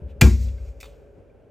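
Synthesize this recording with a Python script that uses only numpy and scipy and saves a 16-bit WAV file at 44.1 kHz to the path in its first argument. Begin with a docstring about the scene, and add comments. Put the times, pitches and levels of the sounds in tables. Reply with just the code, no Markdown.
"""Cabinet door shut in a trailer bathroom.

A mirrored wooden door is pushed shut an arm's length away. The catch snaps in a run of
hard contacts, the panel thumps, the thin walls boom and the small room rings.
A card hanging from the handle swings back, scuffs and taps the door.
Faint rubs, ticks and a footfall follow the knock; a fan murmurs throughout."""
import sys
import numpy as np
from scipy import signal
from scipy.fft import rfft, irfft
from scipy.io import wavfile
from scipy.ndimage import uniform_filter1d

SR = 44100
rng = np.random.default_rng(int(sys.argv[2]) if len(sys.argv) > 2 else 0)


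def to_wav(s):
    """Save 16-bit WAV."""
    ch = np.atleast_2d(s).T  # columns
    pcm = np.round(np.clip(ch, -1, 1) * 32767)  # PCM
    wavfile.write(sys.argv[1], SR, pcm.astype(np.int16))


N = 66150

# fan and duct spectrum: freq_hz, gain_db
FAN_SPECTRUM = [(20, -26), (45, 1), (100, -0.5), (180, -12.5), (260, -9.5), (330, -11.5), (420, -1.5),
                (490, -7), (555, -2), (680, -15.5), (850, -22), (1200, -31.5), (1550, -26.5), (1900, -35.5),
                (2450, -33), (3900, -47), (8000, -52.5), (15000, -59.5)]
# drift of the murmur: time_s, gain_db
FAN_DRIFT = [(0, 2), (0.402, -0.5), (0.701, -1), (1.0, .5), (1.13, -2), (1.19, 1), (1.26, -2), (1.4, -2),
             (1.469, -2)]
# wall bumps as the door swings: start_s, level_db
SWING_BUMPS = [(0.02, -24), (0.072, -29.5), (0.161, -32)]
# thin walls and enclosed air: pitch_hz, level_db, t60_s, rise_s
WALL_MODES = [(51, -17.5, 0.98, 0.012), (64.45, -1.5, 0.65, 0.017), (76.05, -8, 0.5, 0.0015)]
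# door panel and cabinet: pitch_hz, level_db, t60_s, rise_s
PANEL_MODES = [(95.3, -13, 0.62, .003), (122, -6, 0.15, .002), (142.2, -4.5, .1, 0.0032),
               (147.8, -26, 0.57, .006), (166, -10.5, 0.1575, .001), (187.8, -23.5, 0.47, .002),
               (215.2, -9.5, .28, .012), (231.5, -21.5, 0.53, 0.016), (285.7, -18, .25, 0.0068),
               (361.3, -16.5, .26, 0.004), (457, -29, 0.28, 0.0013), (499.5, -19.5, 0.11, 0.0022),
               (628, -32, 0.089, 0.0022)]
# rubs of hand, sleeve and card: centre_s, level_db, half_width_s
RUB_STROKES = [(0.104, -16.5, 0.023), (0.491, -11, 0.0067), (0.581, -16.5, .006), (1.298, -37, 0.0057),
               (1.425, -30, 0.0017)]
# rub spectrum: freq_hz, gain_db
RUB_SPECTRUM = [(300, 6.5), (1500, -14), (2400, 0.5), (3400, -3), (5000, -16), (9000, -16), (15000, -24)]
# catch hitting frame: start_s, crack_db, ring_db
CATCH_CONTACTS = [(.2113, 0, -9.5), (.2126, 9.5, -9.5), (.2142, 1.5, 0.5), (.2155, 6.5, -11.5),
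                  (.2171, -1, 6.5), (.2200, -13.5, -22.5), (.2237, -6, -23)]
# crack spectrum: freq_hz, gain_db
CRACK_SPECTRUM = [(200, -0.5), (600, -8.5), (1050, -2), (1500, -1), (1950, 0), (2400, -0.5), (3300, 2),
                  (4000, -2), (5200, -4), (6000, -4), (7100, -2), (8800, -4.5), (11000, -4.5), (13500, -15),
                  (15500, -9)]
# frame and catch: pitch_hz, level_db, t60_s
FRAME_MODES = [(870, -9.5, .18), (1068, -21.5, 0.094), (1094.5, -16, 0.2), (1401, -14.5, 0.22),
               (1622, -3, 0.17), (2080, -15, .12), (2335, -11.5, 0.22), (2379, 6, 0.041), (2456, -9.5, .07),
               (2976, -8, 0.044), (3223, -12, .09), (3410, -11.5, .1)]
# bathroom reverberation: centre_hz, level_db, t60_s
ROOM_BANDS = [(60, 9.5, .45), (142, 8, .42), (250, 4.5, .3), (390, 12.5, .24), (560, 1.5, .24),
              (750, -5, 0.31), (1000, -5, 0.18), (1455, 1.5, 0.1), (1932, -3, 0.37), (2520, 2, 0.28),
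              (2900, -6.5, .32), (3930, -9.5, 0.44), (6783, -5, .4), (9000, -11, .35), (12000, -12.5, .34),
              (15230, -19, .28)]
# dull settling knock: freq_hz, gain_db
REBOUND_SPECTRUM = [(60, -22.5), (200, 0), (370, 3), (520, -14), (1000, -14), (1500, -21.5), (3000, -34),
                    (15000, -62.5)]
# dips and swells of the door's decay: time_s, gain_db
DECAY_SWELL = [(.29, -2), (.38, -3.5), (0.472, 3.5), (.515, 3), (0.562, 2), (.69, 12.5), (.74, 5.5),
               (0.902, 14.5)]
# faint high hiss in the knock's decay: freq_hz, gain_db
TAIL_HISS_SPECTRUM = [(1000, -20), (4000, -2.5), (7000, -1), (12000, -9.5), (15500, -9)]
# ticks of the settling door: start_s, pitch_hz, level_db, t60_s
DOOR_TICKS = [(.483, 3460, -54.5, 0.058), (.582, 1556, -60, .1), (.582, 2160, -57.5, .06),
              (1.299, 2360, -63, 0.056)]
# card edge scuffing the door: start_s, level_db, t60_s
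CARD_SCUFFS = [(0.803, 1.004, 0.11), (0.8102, 1, 0.055)]
# scuff spectrum: freq_hz, gain_db
SCUFF_SPECTRUM = [(300, -5), (1500, -31.5), (2000, 11), (2450, 14.5), (3200, 2.5), (5000, 7.5), (8500, 7.5),
                  (12000, 4.5), (15000, 0)]
# card landing on the door: start_s, level_db, t60_s
CARD_TAPS = [(.8300, 9.5, 0.014), (0.84, -0.5, .015), (0.8433, 3, 0.011), (0.855, -4, 0.071)]
# tap spectrum: freq_hz, gain_db
TAP_SPECTRUM = [(300, -16), (800, -1.5), (1300, 1), (1650, -6), (2450, 1.5), (3200, 1.5), (5000, -8.5),
                (8500, -7.5), (11500, -14), (15000, -15)]
# handle resonances: pitch_hz, level_db, t60_s
HANDLE_MODES = [(2456, -56.5, 0.054), (2540, -58, 0.11), (2640, -69, 0.14), (3600, -55, 0.047),
                (4540, -57, 0.04)]
# footfall spectrum: freq_hz, gain_db
STEP_SPECTRUM = [(25, -4), (50, 9.5), (130, -2), (260, -10.5), (450, -1), (800, -25), (3000, -51),
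                 (15000, -81)]
# phase of left over right: freq_hz, lead_rad
STEREO_PHASE = [(0, 0), (500, 0), (700, .8), (900, -.4), (1500, -.1), (2700, 0), (3000, .7), (4000, .7),
                (5600, -.2), (7600, -.3), (9500, -2.8), (11000, -4), (13000, -6.1), (14000, -6.3),
                (15600, -8.5)]
# level of left over right: freq_hz, balance_db
STEREO_BALANCE = [(60, 2.2), (300, 2.8), (500, 0), (750, -8.5), (1400, 3), (3000, -1), (15000, -.5)]

SIDE_SIGNS = np.array([[1], [-1]])


def undb(db):
    """Decibels to gain."""
    return 10 ** (np.asarray(db) / 20)


def on_log(hz, points):
    """Interpolate a table over log frequency."""
    freq_hz, values = np.array(points, float).T
    return np.interp(np.log(np.maximum(hz, 1)), np.log(freq_hz), values)


def since(start_s):
    """Seconds since an event, zero before it."""
    return np.maximum(np.arange(N) / SR - start_s, 0)


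def fade(t, t60_s):
    """Exponential decay."""
    return np.exp(-np.log(1000) * t / t60_s)


def colour(x, spectrum):
    """Minimum-phase filter that keeps the power of white noise."""
    gain = undb(on_log(np.arange(N + 1) * SR / (2 * N), spectrum))
    cepstrum = irfft(np.log(gain / np.sqrt(np.mean(gain ** 2))))
    cepstrum[1:N] *= 2
    cepstrum[N + 1:] = 0
    return irfft(rfft(x, 2 * N) * np.exp(rfft(cepstrum)))[:N]


def burst(start_s, t60_s):
    """Decaying noise of two surfaces meeting."""
    t = since(start_s)
    return (t > 0) * fade(t, t60_s) * rng.standard_normal(N)


def stroke(centre_s, level_db, half_width_s):
    """Noise under a Gaussian envelope."""
    envelope = np.exp(-((since(0) - centre_s) / half_width_s) ** 2)
    return undb(level_db) * envelope * rng.standard_normal(N)


def ring(start_s, pitch_hz, t60_s):
    """One struck mode."""
    t = since(start_s)
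    return np.sin(2 * np.pi * pitch_hz * t) * fade(t, t60_s)


def body(start_s, modes, t60_scale=1, neighbour_sign=1):
    """Heavy modes that build up; neighbour_sign=-1 alternates their polarity."""
    out = 0
    for k, (hz, db, t60_s, rise_s) in enumerate(modes):
        rise = 1 - np.exp(-since(start_s) / rise_s)
        out += neighbour_sign ** k * undb(db) * ring(start_s, hz, t60_s * t60_scale) * rise
    return out


def fan(level_db=-50, side_db=-8.5):
    """Air noise in a few low duct resonances."""
    mid, side = (colour(rng.standard_normal(N), FAN_SPECTRUM) for _ in range(2))
    drift_db = np.interp(since(0), *np.array(FAN_DRIFT).T)
    return undb(level_db + drift_db) * (mid + undb(side_db) * side * SIDE_SIGNS)


def door_swing(t60_scale=0.75, panel_db=-6.5):
    """The moving door nudges the walls and its own panel; the hand damps both."""
    out = 0
    for start_s, db in SWING_BUMPS:
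        walls = body(start_s, WALL_MODES, t60_scale, neighbour_sign=-1)
        panel = undb(panel_db) * body(start_s, PANEL_MODES, t60_scale)
        out += undb(db) * (walls + panel)
    return out


def rubs(level_db=-44.5):
    """Dull friction of hand, sleeve and card."""
    return undb(level_db) * colour(sum(stroke(*row) for row in RUB_STROKES), RUB_SPECTRUM)


def catch(crack_db=-15, crack_t60_s=0.022, ring_db=-22.5):
    """Quick hard contacts, each cracking and ringing the frame."""
    cracks = sum(undb(db) * burst(start_s, crack_t60_s) for start_s, db, _ in CATCH_CONTACTS)
    frame = sum(undb(db + mode_db) * ring(start_s, hz, t60_s)
                for start_s, _, db in CATCH_CONTACTS for hz, mode_db, t60_s in FRAME_MODES)
    return undb(crack_db) * colour(cracks, CRACK_SPECTRUM) + undb(ring_db) * frame


def mode_ripple(spread_db=3, width_hz=31.96):
    """Random gain per bin: many faint modes of mirror and handle favour some narrow bands."""
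    humps = uniform_filter1d(rng.standard_normal(N // 2 + 1), int(width_hz * N / SR))
    gain = undb(spread_db * humps / humps.std())
    return gain / np.sqrt(np.mean(gain ** 2))


def bathroom(start_s=0.214, level_db=-16, rise_s=0.006, late_cutoff_hz=350):
    """The knock off close walls, as noise: early reflections, short ring, faint tail."""
    t = since(start_s)
    bin_hz = np.arange(N // 2 + 1) * SR / N
    noise = rfft(rng.standard_normal(N)) * mode_ripple()
    log_centres = np.log([row[0] for row in ROOM_BANDS])
    early = undb(1.5) * fade(t, t60_s=0.097)
    late = undb(-29) * fade(t, t60_s=1.25)
    out = 0
    for weights, (centre_hz, db, t60_s) in zip(np.eye(len(ROOM_BANDS)), ROOM_BANDS):
        band = irfft(noise * np.interp(np.log(bin_hz + 1), log_centres, weights), N)
        tail = late / (1 + (late_cutoff_hz / centre_hz) ** 2)
        out += undb(db) * band * (fade(t, t60_s) + early + tail)
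    return undb(level_db) * out * (1 - np.exp(-t / rise_s))


def thump(panel_db=2.5, boom_db=0.5, rebound_db=-21.5):
    """The panel lands, sets the walls booming and settles with a dull knock."""
    panel = -undb(panel_db) * body(start_s=0.2213, modes=PANEL_MODES)
    boom = undb(boom_db) * body(start_s=0.2215, modes=WALL_MODES, neighbour_sign=-1)
    rebound = undb(rebound_db) * colour(burst(start_s=0.257, t60_s=0.21), REBOUND_SPECTRUM)
    return panel + boom + rebound


def tail_hiss():
    """Faint high hiss that swells briefly as the knock dies away."""
    return colour(stroke(centre_s=0.434, level_db=-53.5, half_width_s=0.045), TAIL_HISS_SPECTRUM)


def ticks():
    """Tiny pitched ticks of the settling door."""
    return sum(undb(db) * ring(start_s, hz, t60_s) for start_s, hz, db, t60_s in DOOR_TICKS)


def touches(contacts, room_db=-18, room_t60_s=0.37):
    """Light contacts, each lingering in the room."""
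    return sum(undb(db) * (burst(start_s, t60_s) + undb(room_db) * burst(start_s, room_t60_s))
               for start_s, db, t60_s in contacts)


def card(contact_db=-45.5):
    """The card scuffs, then taps the door; each touch rings the handle."""
    taps = colour(touches(CARD_TAPS), TAP_SPECTRUM)
    scuffs = colour(touches(CARD_SCUFFS), SCUFF_SPECTRUM)
    handle = sum(undb(db + mode_db) * ring(start_s, hz, t60_s)
                 for start_s, db, _ in CARD_TAPS + CARD_SCUFFS for hz, mode_db, t60_s in HANDLE_MODES)
    return undb(contact_db) * (taps + scuffs) + handle


def footfall():
    """Soft step on the trailer floor."""
    return colour(stroke(centre_s=1.19, level_db=-50.5, half_width_s=0.037), STEP_SPECTRUM)


def stereo(x):
    """Left and right get the sound at a different phase and level per frequency."""
    hz = np.arange(N + 1) * SR / (2 * N)
    lead_rad = np.interp(hz, *np.array(STEREO_PHASE).T)
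    left_gain = undb(on_log(hz, STEREO_BALANCE) / 2) * np.exp(0.5j * lead_rad)
    spectrum = rfft(x, 2 * N)
    return np.array([irfft(spectrum * gain)[:N] for gain in (left_gain, 1 / left_gain)])


def scene(room_side_db=-30):
    """Door, card and handling noises over the fan."""
    swell = undb(np.interp(since(0), *np.array(DECAY_SWELL).T))
    door = (catch() + bathroom() + thump()) * swell
    room_side = undb(room_side_db) * bathroom() * swell * SIDE_SIGNS
    mono = door + door_swing() + card() + rubs() + tail_hiss() + footfall() + ticks()
    return stereo(mono) + room_side + fan()


def record(dry, ceiling=0.95, cutoff_hz=16000):
    """Soft peak limit, then low-pass."""
    rounded = dry / (1 + (dry / ceiling) ** 8) ** (1 / 8)
    return signal.sosfilt(signal.ellip(8, 0.2, 70, cutoff_hz, fs=SR, output="sos"), rounded)


dry = scene()
out = record(dry)
to_wav(out)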